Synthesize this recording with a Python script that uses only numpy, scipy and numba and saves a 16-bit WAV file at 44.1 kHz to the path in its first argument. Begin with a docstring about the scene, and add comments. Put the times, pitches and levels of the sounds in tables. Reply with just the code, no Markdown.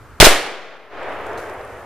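"""Two revolvers fire almost together at an outdoor range, an arm's length from the microphone.
Each blast, a muzzle wave plus gas roar, overloads the input, slaps back from the earth berm
and scatters away through the woods. The gain control ducks, holds, then recovers as a dull echo
rolls in from far slopes. The guns are put away with faint rustles, ticks and one steel clink."""
import sys
import numpy as np
from scipy import signal
from scipy.fft import rfft, irfft, next_fast_len
from scipy.io import wavfile
from numba import njit

SR = 44100
rng = np.random.default_rng(int(sys.argv[2]) if len(sys.argv) > 2 else 0)


def waveform_to_disk(signal):
    """Save audio, clipped to [-1, 1], as 16-bit WAV at the path in sys.argv[1]."""
    frames = np.transpose(np.atleast_2d(signal))
    scaled = np.clip(frames, -1, 1) * 32767
    samples = np.round(scaled).astype(np.int16)
    wavfile.write(sys.argv[1], SR, samples)


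N = 81585

# Each row: start in seconds, blast level in dB, woods echo level in dB.
SHOTS = [(0.2011, 38.5, 22), (0.2430, 31.5, 25.5)]


def undb(db):
    """Decibels to gain."""
    return 10 ** (np.asarray(db) / 20)


def since(start_s):
    """Seconds since start_s, and a gate that opens there."""
    age_s = np.arange(N) / SR - start_s
    return np.maximum(age_s, 0), age_s >= 0


def bins_hz():
    """FFT bin frequencies, floored at 1 Hz."""
    return np.maximum(np.fft.rfftfreq(next_fast_len(N), 1 / SR), 1)


def colour(points):
    """Gain per bin from (Hz, dB) points."""
    hz, db = np.array(points, float).T
    return undb(np.interp(np.log(bins_hz()), np.log(hz), db))


def resonance(centre_hz, width):
    """Band-pass gain per bin; width is 1/Q."""
    return 1 / np.hypot(1, (bins_hz() / centre_hz - centre_hz / bins_hz()) / width)


def shape(x, gain):
    """Filter by a gain per bin."""
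    return irfft(rfft(x, next_fast_len(N)) * gain, next_fast_len(N))[..., :N]


def noise(gain):
    """Stereo noise of rms 1, narrow in the bass, wide in the treble."""
    # Each row: frequency in Hz, side minus mid in dB.
    stereo_width = [(60, -10), (150, -15.5), (370, -22.5), (700, -17.5), (1300, -14), (2400, -10),
                    (4300, -5), (8000, 0.5), (14000, 1.5)]
    mid, side = rng.standard_normal((2, N))
    x = shape(mid, gain) + shape(side, gain * colour(stereo_width)) * np.array([[1], [-1]])
    return x / np.std(x)


def wander(rate_hz):
    """Random curve with a spread near 1."""
    return 1.3 * np.interp(np.arange(N) / SR * rate_hz, np.arange(4096), rng.standard_normal(4096))


def echo_noises(gain):
    """One noise per shot: the same bass, delayed to each start, and unrelated treble."""
    crossover_hz = 1700
    common = noise(gain)
    share = 1 / (1 + (bins_hz() / crossover_hz) ** 2)
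    delayed = [np.roll(common, int(start_s * SR), axis=1) for start_s, _, _ in SHOTS]
    return [shape(x, share ** .5) + shape(noise(gain), (1 - share) ** .5) for x in delayed]


def outdoor_air():
    """Quiet, steady outdoor background."""
    # Each row: frequency in Hz, relative density in dB.
    spectrum = [(15, -9), (28, -15.5), (100, -4), (180, -23), (320, -17.5), (800, -22.5), (1300, -18),
                (2000, -28), (3200, -38.5), (6000, -44), (14000, -49), (15000, -58)]
    return undb(-42.5) * noise(colour(spectrum))


def handling():
    """Sleeves and leather rustle; guns and holsters tick."""
    # Each row: time in seconds, level in dB.
    rustle_levels = [(0.9, -55), (1.12, -52.5), (1.2, -56), (1.28, -53), (1.368, -58), (1.38, -45.5),
                     (1.44, -49.5), (1.52, -56.5), (1.85, -59)]
    # Each row: frequency in Hz, relative density in dB.
    rustle_spectrum = [(1000, -41.5), (3500, 2), (6500, 0.5), (10000, -2.5), (14000, -6.5), (15000, -30)]
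    # Each row: start in seconds, level in dB, centre in Hz, width as 1/Q.
    ticks = [(1.031, -41, 7618, .06), (1.082, -50, 7000, .4), (1.132, -47, 10000, .3),
             (1.211, -47, 12000, .3), (1.266, -38, 8000, 0.64), (1.332, -43, 5460, 0.27),
             (1.377, -37, 9000, .5), (1.497, -38.5, 5500, .5), (1.536, -45, 10000, .2),
             (1.611, -46, 4000, .3), (1.651, -45.5, 9163, .04)]
    grain_db, tick_decay_s = 1.5, 0.0024
    rustle_db = np.interp(np.arange(N) / SR, *np.array(rustle_levels).T)
    _, on = since(rustle_levels[0][0])
    out = noise(colour(rustle_spectrum)) * undb(rustle_db + grain_db * wander(rate_hz=500)) * on
    for start_s, db, hz, width in ticks:
        age_s, on = since(start_s)
        out += undb(db) * noise(resonance(hz, width)) * on * np.exp(-age_s / tick_decay_s)
    return out


def clink():
    """One revolver's steel rings briefly as it drops into its holster."""
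    # Each row: frequency in Hz, level in dB, decay in seconds.
    modes = [(4080, -38, .005), (4330, -42, 0.0035), (6100, -44, .008)]
    age_s, _ = since(start_s=1.376)
    return sum(undb(db) * np.sin(2 * np.pi * hz * age_s) * np.exp(-age_s / decay_s)
               for hz, db, decay_s in modes)


def slope_echo():
    """Dull echoes of both shots build up from far slopes and roll away."""
    # Each row: frequency in Hz, relative density in dB.
    spectrum = [(60, -18), (200, -20), (300, -14), (420, 0.5), (600, -0.5), (950, -6.5), (1800, -9.5),
                (2700, -24), (4500, -45), (9000, -64)]
    # Each row: peak time in seconds, level in dB, rise in seconds, fall in dB per second.
    swells = [(1.071, -23, 0.28, 54), (1.33, -28.5, 0.065, 28.5)]
    power = 0
    for peak_s, db, rise_s, fall_db_per_s in swells:
        lag_s = np.arange(N) / SR - peak_s
        build_up = np.exp(-(np.minimum(lag_s, 0) / rise_s) ** 2)
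        power += build_up * undb(db - fall_db_per_s * np.maximum(lag_s, 0)) ** 2
    _, on = since(SHOTS[0][0])
    return sum(echo_noises(colour(spectrum))) * np.sqrt(power / len(SHOTS)) * on


def woods_echo():
    """Trunks scatter the shots; later echoes have come further and are weaker and duller."""
    # Each row: frequency in Hz, relative density in dB.
    spectrum = [(30, -17), (100, -18.5), (200, -16), (400, -1), (650, 0.5), (1000, -3), (2000, -2.5),
                (3800, -6.5), (6000, -11.5), (9000, -10.5), (14000, -15)]
    spread_s, spread_exponent, flicker_db = 0.09, 2.16, .6
    air_db_per_s, air_exponent = 3, 1.503  # absorption at 1 kHz, growth with frequency
    octaves, centres = np.log2(bins_hz() / 1000), np.linspace(-2, 4, 7)
    out = 0
    for (start_s, _, db), scatter in zip(SHOTS, echo_noises(colour(spectrum))):
        age_s, on = since(start_s)
        envelope = on * undb(db + flicker_db * wander(rate_hz=70))
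        envelope /= (1 + age_s / spread_s) ** spread_exponent
        for centre, weights in zip(centres, np.eye(len(centres))):
            band = shape(scatter, np.interp(octaves, centres, weights))
            absorbed_db = air_db_per_s * 2 ** (centre * air_exponent) * age_s
            out += band * envelope * undb(-absorbed_db)
    return out


def bias_jolts():
    """Overload throws the microphone's bias off; it creeps back and overshoots: a deep thump."""
    # Each row: start in seconds, signed size in full scales.
    jolts = [(0.2009, -14), (0.207, 35), (0.224, -27), (0.2690, 16.5)]
    rise_s, decay_s = .003, .05
    overshoot, overshoot_s, capsule_mismatch = 0.065, 0.24, 0.23
    out = 0
    for start_s, size in jolts:
        age_s, _ = since(start_s)
        settle = np.exp(-age_s / decay_s) - overshoot * np.exp(-age_s / overshoot_s)
        capsule_gains = 1 + capsule_mismatch * rng.uniform(-1, 1, (2, 1))
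        out += size * capsule_gains * (1 - np.exp(-age_s / rise_s)) * settle
    return out


def blasts():
    """Each muzzle wave pushes, then sucks; powder gas roars; nearby surfaces slap back."""
    # Each row: frequency in Hz, relative density in dB.
    gas_spectrum = [(40, -0.5), (150, -16), (400, -8), (1000, -3), (2000, -2), (4000, -3.5), (8000, -9),
                    (14000, -18.5)]
    # Direct, ground, leaf litter, target stand, berm twice.
    # Each row: delay in seconds, gain in dB, decay in seconds, centre in Hz, width as 1/Q.
    paths = [(0, 5, 0.0014, 3000, 1.5), (.0045, 0.5, 0.0018, 850, .7), (.0075, -2, 0.0037, 3800, 1.2),
             (0.0158, -5, .004, 2200, .8), (0.0247, 3.5, 0.0024, 440.4, 0.23),
             (0.0274, 1, 0.0021, 445, 0.39)]
    push_s, push_gain_db = 0.0012, 5.5
    gas_decay_s, gas_gain_db = 0.035, -13
    gas = colour(gas_spectrum)
    out = 0
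    for start_s, db, _ in SHOTS:
        age_s, on = since(start_s)
        muzzle_wave = undb(push_gain_db) * (1 - age_s / push_s) * np.exp(-age_s / push_s)
        roar = undb(gas_gain_db) * noise(gas) * np.exp(-age_s / gas_decay_s)
        out += undb(db) * on * (muzzle_wave + roar)
    for delay_s, path_db, decay_s, hz, width in paths:
        for (start_s, db, _), slap in zip(SHOTS, echo_noises(gas * resonance(hz, width))):
            age_s, on = since(start_s + delay_s)
            out += undb(db + path_db) * on * slap * np.exp(-age_s / decay_s)
    return out


def scene():
    """Shots, echoes and handling over a quiet background."""
    return blasts() + woods_echo() + slope_echo() + bias_jolts() + handling() + clink() + outdoor_air()


@njit
def gain_control(peak, min_gain, hold_s, release_s):
    """Gain drops at once on overload, holds, then recovers."""
    out, gain, wait_s = np.empty(len(peak)), 1., 0.
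    for i in range(len(peak)):
        target = max(min_gain, 1 / (peak[i] + 1e-9))
        if target < gain:
            gain, wait_s = target, hold_s
        wait_s -= 1 / SR
        if wait_s < 0:
            gain += (1 - gain) / (release_s * SR)
        out[i] = gain
    return out


def record(dry):
    """The input ducks, still saturates on the blasts, adds its own hiss and cuts the top."""
    ceiling, knee, hiss_db, cutoff_hz = .98, 6.0, -69, 14500
    peak = np.abs(dry).max(axis=0)
    ducked = dry * gain_control(peak, min_gain=float(undb(-26)), hold_s=0.7, release_s=0.34)
    saturated = ducked / (1 + np.abs(ducked / ceiling) ** knee) ** (1 / knee)
    hiss = undb(hiss_db) * rng.standard_normal(dry.shape)
    lowpass = signal.ellip(8, .2, 70, cutoff_hz, fs=SR, output="sos")
    return signal.sosfilt(lowpass, saturated + hiss)


dry = scene()
out = record(dry)
waveform_to_disk(out)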